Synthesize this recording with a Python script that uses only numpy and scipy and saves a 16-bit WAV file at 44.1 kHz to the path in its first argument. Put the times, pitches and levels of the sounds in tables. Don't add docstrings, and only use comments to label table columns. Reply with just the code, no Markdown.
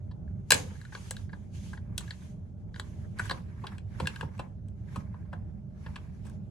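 import sys
import numpy as np
from scipy import signal
from scipy.fft import rfft, irfft, next_fast_len
from scipy.io import wavfile
from scipy.ndimage import uniform_filter1d, map_coordinates

SR = 44100
rng = np.random.default_rng(int(sys.argv[2]) if len(sys.argv) > 2 else 0)


def output_pcm(signal):
    pcm = np.clip(np.atleast_2d(signal).T, -1, 1) * 32767
    wavfile.write(sys.argv[1], SR, np.round(pcm).astype(np.int16))


N = 286650


def amp(db):
    return 10 ** (np.asarray(db) / 20)


def unit_rms(x):
    return x / np.sqrt(np.mean(x ** 2) + 1e-20)


def curve_at(points, hz):
    freqs, values = np.transpose(points)
    return np.interp(np.log(hz + 1), np.log(freqs + 1), values)


def wobble(rate_hz):
    knots = rng.standard_normal(int(N * rate_hz / SR) + 4)
    return map_coordinates(knots, [np.arange(N) * rate_hz / SR])


def filtered(x, response):
    size = next_fast_len(x.shape[-1] + 8192)
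    return irfft(rfft(x, size) * response(np.fft.rfftfreq(size, 1 / SR)), size)[..., :x.shape[-1]]


def resonances(modes):
    return lambda hz: sum((-1) ** k * amp(db) * 1j * hz * width / (pitch ** 2 - hz ** 2 + 1j * hz * width)
                          for k, (pitch, width, db) in enumerate(modes))


def patchy_noise(spectrum, correlation, patchy_db):
    bins = signal.stft(rng.standard_normal((2, N)), nperseg=512)[2]
    patches = uniform_filter1d(rng.standard_normal(bins.shape[1:]), size=7, axis=0)
    patches = uniform_filter1d(patches, size=9, axis=1)
    pair = signal.istft(bins * amp(patchy_db * unit_rms(patches)), nperseg=512)[1][:, :N]

    def mid_side_gains(hz):
        angle = np.arccos(np.clip(curve_at(correlation, hz), -1, 1)) / 2
        return amp(curve_at(spectrum, hz)) * [np.cos(angle), np.sin(angle)]

    mid, side = filtered(pair, mid_side_gains)
    return unit_rms(np.array([mid + side, mid - side]))


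# freq_hz, density_db
AIR_SPECTRUM = [(12, -70.5), (20, -47), (27, -27.5), (42, -14), (98, -3), (124, -9.5), (206, -12),
                (265, -27), (387, -30), (526, -39), (619, -30), (677, -43), (783, -37.5), (1010, -52),
                (1500, -53), (1950, -87), (3300, -120)]
# freq_hz, correlation
AIR_CORRELATION = [(60, 0.94), (240, 0.66), (950, 0.03), (3770, 0.13), (15000, 0.073)]
# freq_hz, left_over_right_db
AIR_BALANCE = [(30, -0.5), (60, -1.5), (170, -4.5), (350, 1.5)]


def ventilation():
    air = patchy_noise(AIR_SPECTRUM, AIR_CORRELATION, patchy_db=-0.93)
    air = filtered(air, lambda hz: amp(curve_at(AIR_BALANCE, hz) * [[.5], [-.5]]))
    return amp(-44.0 + 0.2 * wobble(1.0) + 1.5 * wobble(6)) * air


# start_s, latch_db, post_db, frame_db, edge_db
CLICKS = [(0.1102, -59.5, 3, -3.5, -15), (0.274, -80.5, 3, 20, -15), (0.505, -12, -12, -7.5, -1),
          (0.5184, -8.5, -11, -6, -2), (0.5419, -28, -15, -19, 9), (0.7526, -63, -18, 8, -21.5),
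          (0.8132, -52.5, -10, 6, -3), (0.8499, -54, -19, 9, 0), (0.9207, -59.5, 11.5, 16, -12),
          (0.949, -40.5, 2.5, 2.5, -19), (0.9696, -57.5, 10, -15, -15), (1.1082, -34, -4.5, -6.5, 9),
          (1.1655, -40.5, -31, -3, -5.5), (1.29, -65.5, 4, 13, -25.5), (1.3281, -56, 10, 14.5, -31.5),
          (1.73, -59, 14.5, 18, -1), (1.7717, -56.5, 3, 10.5, -25), (1.978, -24, -23.5, -19, -1.5),
          (2.0044, -52.5, 3, 2.5, 8.5), (2.0763, -54.5, -8, 6, -15), (2.1062, -37, -12.5, -1.5, -12),
          (2.7413, -50, -14.5, 5.5, -21), (2.7597, -47.5, -2.5, 4.5, -15), (2.796, -34, -3, 0.5, -6),
          (3.1861, -45, -8, 4.5, 0.5), (3.1924, -44.5, 10.5, 19.5, 6.5), (3.252, -59, 6, 17, 11),
          (3.2951, -32, -3, 1.5, -8.5), (3.3074, -31.5, 4.5, 0.5, -11), (3.6379, -54, 18, -3, -11),
          (3.6674, -36.5, -18, -8, -12.5), (3.717, -62.5, 14.5, 1, -6), (3.781, -46.5, -11, -4, -7),
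          (3.998, -36.5, 10, -5.5, -10.5), (4.0548, -45, -33.5, 8.5, -18), (4.0709, -23, -13, -4.5, -7),
          (4.159, -39.5, -24, -0.5, -9.5), (4.209, -37, 1, 4.5, -7), (4.2266, -54, 21.5, -1, -12),
          (4.378, -56, -2, -7, -2.5), (4.3913, -41, 9.5, -7, -8.5), (4.6834, -64, -7.5, -15.5, 4),
          (4.9574, -44.5, 9, -7.5, -4), (5.1401, -68.5, 21, 9.5, -15), (5.25, -75, 15, 3, -16),
          (5.3275, -53, 14.5, 11.5, -10.5), (5.86, -51, 7, 6, -21), (5.9575, -36.5, -14, -9.5, -21),
          (5.9607, -43, -1, 3.5, -12), (6.2504, -62, 10.5, -9, 2.5), (6.2644, -64, 8, 9, 9),
          (6.2957, -61.5, 1.5, 2, 7)]
# pitch_hz, width_hz, gain_db
LATCH_MODES = [(2319, 470, 3.5), (2853, 560, 1), (3360, 340, -0.5), (4010, 250, 0.5), (4710, 920, -1.5)]
# pitch_hz, width_hz, gain_db
POST_MODES = [(308.3, 130, -6.5), (529.4, 160, -6.5), (885, 450, -4.5), (1057, 330, -1.5)]
# pitch_hz, width_hz, gain_db
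FRAME_MODES = [(1468, 100, -2.5), (1646, 110, 3), (1960, 770, -11.5)]
# pitch_hz, width_hz, gain_db
EDGE_MODES = [(6250, 1200, -1), (6740, 600, 2.5), (7680, 680, 4.5), (9000, 1500, -7), (10060, 360, -1.5),
              (16400, 1400, -7.5)]
# freq_hz, left_lead_rad
CLICK_PHASE = [(300, -2), (2000, 1.34), (6500, .5), (8000, -5.5), (13500, -6.5)]


def latch_clicks():
    start_s, latch_db, post_db, frame_db, edge_db = np.transpose(CLICKS)[..., None]
    t = np.arange(4096) / SR
    snaps = post_db < 3
    attack_s, t60_s = np.where(snaps, .0004, .004), np.where(snaps, .019, .035)
    shape = (len(start_s), len(t))
    grit = rng.standard_normal(shape) * amp(3 * rng.standard_normal(shape))
    blow = grit * amp(-60 * t / t60_s) * (1 - np.exp(-t / attack_s))

    turning = start_s < 3.5
    force_db = np.maximum(latch_db + 20.5, 0)
    focus_hz = np.where(turning, 3900, 3000) - 74.5 * force_db
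    width_hz = np.where(turning, 1700, 2280) * amp(force_db)
    focus = resonances([(focus_hz, width_hz, 0)])
    latch_blow = filtered(blow, lambda hz: focus(hz) ** 2)

    direct = send = 0
    for modes, drive, part_db, send_db in (
            (LATCH_MODES, latch_blow, 0, 0),
            (POST_MODES, blow, post_db, 0),
            (FRAME_MODES, blow, frame_db, -6),
            (EDGE_MODES, blow, edge_db, 0)):
        band = [(np.mean(modes, axis=0)[0], modes[-1][0] - modes[0][0] + 300, 0)]
        ring = filtered(filtered(drive, resonances(modes)), resonances(band))
        ring = amp(latch_db + part_db) * ring / np.abs(ring).max(axis=1, keepdims=True)
        direct = direct + ring
        send = send + ring * amp(send_db)
    direct = direct[:, None] * amp([[1.2], [-1.2]])
    direct = filtered(direct, lambda hz: np.exp(1j * curve_at(CLICK_PHASE, hz) * [[.5], [-.5]]))
    reverb = room(amp(-9 + 0.35 * force_db) * send)

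    out = np.zeros((2, N + SR))
    for onset, click, tail in zip(np.round(start_s[:, 0] * SR).astype(int), direct, reverb):
        out[:, onset:onset + click.shape[1]] += click
        out[:, onset:onset + tail.shape[1]] += tail
    return out[:, :N]


# freq_hz, t60_s
ROOM_DECAY = [(300, 0.49), (1500, 0.18), (5000, 0.1), (12000, 0.093)]


def room(clicks):
    hz, t, bins = signal.stft(rng.standard_normal((len(clicks), 2, SR // 3)), SR, nperseg=256)
    decay = amp(-60 * t / curve_at(ROOM_DECAY, hz)[:, None])
    tails = signal.istft(bins * decay, SR, nperseg=256)[1]
    tails = tails / np.linalg.norm(tails, axis=-1, keepdims=True)
    predelayed = np.pad(clicks, ((0, 0), (150, 0)))
    return signal.fftconvolve(predelayed[:, None], tails, axes=-1)


# start_s, level_db
PANEL_HITS = [(0.522, -34), (4.019, -29.5), (4.229, -30), (4.965, -27.5)]
# pitch_hz, width_hz, gain_db
PANEL_MODES = [(94.36, 46, 0.5), (174, 70, -1.5)]


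def panel_thumps():
    t = np.arange(SR // 4) / SR
    out = np.zeros(N + SR)
    for start_s, level_db in PANEL_HITS:
        shove = rng.standard_normal(len(t)) * t * amp(-60 * t / 0.062)
        shake = filtered(shove, resonances(PANEL_MODES))
        thump = filtered(shake, resonances([(139.64, 600, 0)]))
        out[round(start_s * SR):][:len(t)] += amp(level_db) * thump / np.abs(thump).max()
    return out[:N] * amp([[-1.2], [1.2]])


HANDLE_FROM_S = 3.17
# start_s, length_s, hiss_db, scrape_db
RATTLE_AND_STROKES = [(0.552, 0.027, -42, -46.5), (0.663, .24, -64.5, -63), (0.935, 0.29, -59, -64),
                      (1.322, .18, -76, -74), (1.55, 0.2, -61.5, -68.5), (1.82, 0.13, -92, -70.5),
                      (1.996, 0.32, -63, -64.5), (2.761, 0.37, -68, -67), (3.2, 0.17, -58, -52.5),
                      (3.48, 0.19, -77.5, -68), (3.655, 0.1, -71.5, -62), (4.021, 0.099, -62, -58.5),
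                      (4.141, 0.099, -65, -58.5), (4.385, 0.031, -72, -63.5), (4.944, .06, -68.5, -61),
                      (5.074, 0.15, -85.5, -70.5), (5.346, 0.018, -85, -68.5), (5.404, 0.16, -89, -75),
                      (5.84, 0.31, -72.5, -65), (6.261, 0.088, -72.5, -69)]


def swell_envelopes():
    start_s, length_s, hiss_db, scrape_db = np.transpose(RATTLE_AND_STROKES)[..., None]
    t = np.arange(0, N, 32) / SR
    rise_db_per_s = np.where(start_s > HANDLE_FROM_S + .1, 140, 499.5)
    sag_db_per_s, release_db_per_s = 26.5, 221.5
    shape_db = (-rise_db_per_s * np.maximum(start_s - t, 0)
                - sag_db_per_s * np.clip(t - start_s, 0, length_s)
                - release_db_per_s * np.maximum(t - start_s - length_s, 0))
    gains = []
    for swell_db, resting_db in (hiss_db, -87), (scrape_db, -84):
        power = np.sum(amp(swell_db + shape_db) ** 2, axis=0) + amp(resting_db) ** 2
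        gains.append(np.interp(np.arange(N) / SR, t, np.sqrt(power)))
    return gains


# freq_hz, density_db
METAL_HISS = [(1290, -35), (2200, -2.5), (3290, -0.5), (3750, -4), (5570, -5), (6400, 0), (7650, -7.5),
              (11300, -10), (12700, -21), (14000, -38)]
# freq_hz, density_db
PLASTIC_HISS = [(1500, -18), (2600, 0.5), (4200, -3.5), (6300, -3.5), (9200, -12.5), (10500, -8),
                (11800, -12.5), (14000, -40)]
# freq_hz, density_db
DULL_SCRAPE = [(600, -29.5), (900, -3), (1250, -8), (1450, -9), (1620, -4), (1850, -8.5), (2250, -9.5),
               (3500, -35)]


def rattle_and_rubs():
    hiss_gain, scrape_gain = swell_envelopes()
    flutter = wobble(23)
    plastic = patchy_noise(PLASTIC_HISS, correlation=[(3000, 0.14)], patchy_db=2.0)
    metal = patchy_noise(METAL_HISS, correlation=[(3000, 0.18)], patchy_db=1.4)
    hiss = np.where(np.arange(N) / SR > HANDLE_FROM_S, plastic, metal)
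    scrape = patchy_noise(DULL_SCRAPE, correlation=[(1500, 0.051)], patchy_db=2.0)
    roughness_db = 3.0 * wobble(82)
    return hiss_gain * amp(1.1 * flutter) * hiss + scrape_gain * amp(1.4 * flutter + roughness_db) * scrape


def scene():
    return amp(3.5) * (latch_clicks() + panel_thumps() + rattle_and_rubs() + ventilation())


# freq_hz, gain_db
MIC_TONE = [(12000, 3.5), (13500, -11.5), (16000, -8.5)]


def record(dry):
    ceiling, cutoff_hz = 0.95, 16600
    saturated = dry / (1 + np.abs(dry / ceiling) ** 6) ** (1 / 6)

    def microphone(hz):
        tone_db = curve_at(MIC_TONE, hz) - curve_at(MIC_TONE, 1000)
        return amp(tone_db) / (1 + (hz / cutoff_hz) ** 150)

    return filtered(saturated, microphone)


dry = scene()
out = record(dry)
output_pcm(out)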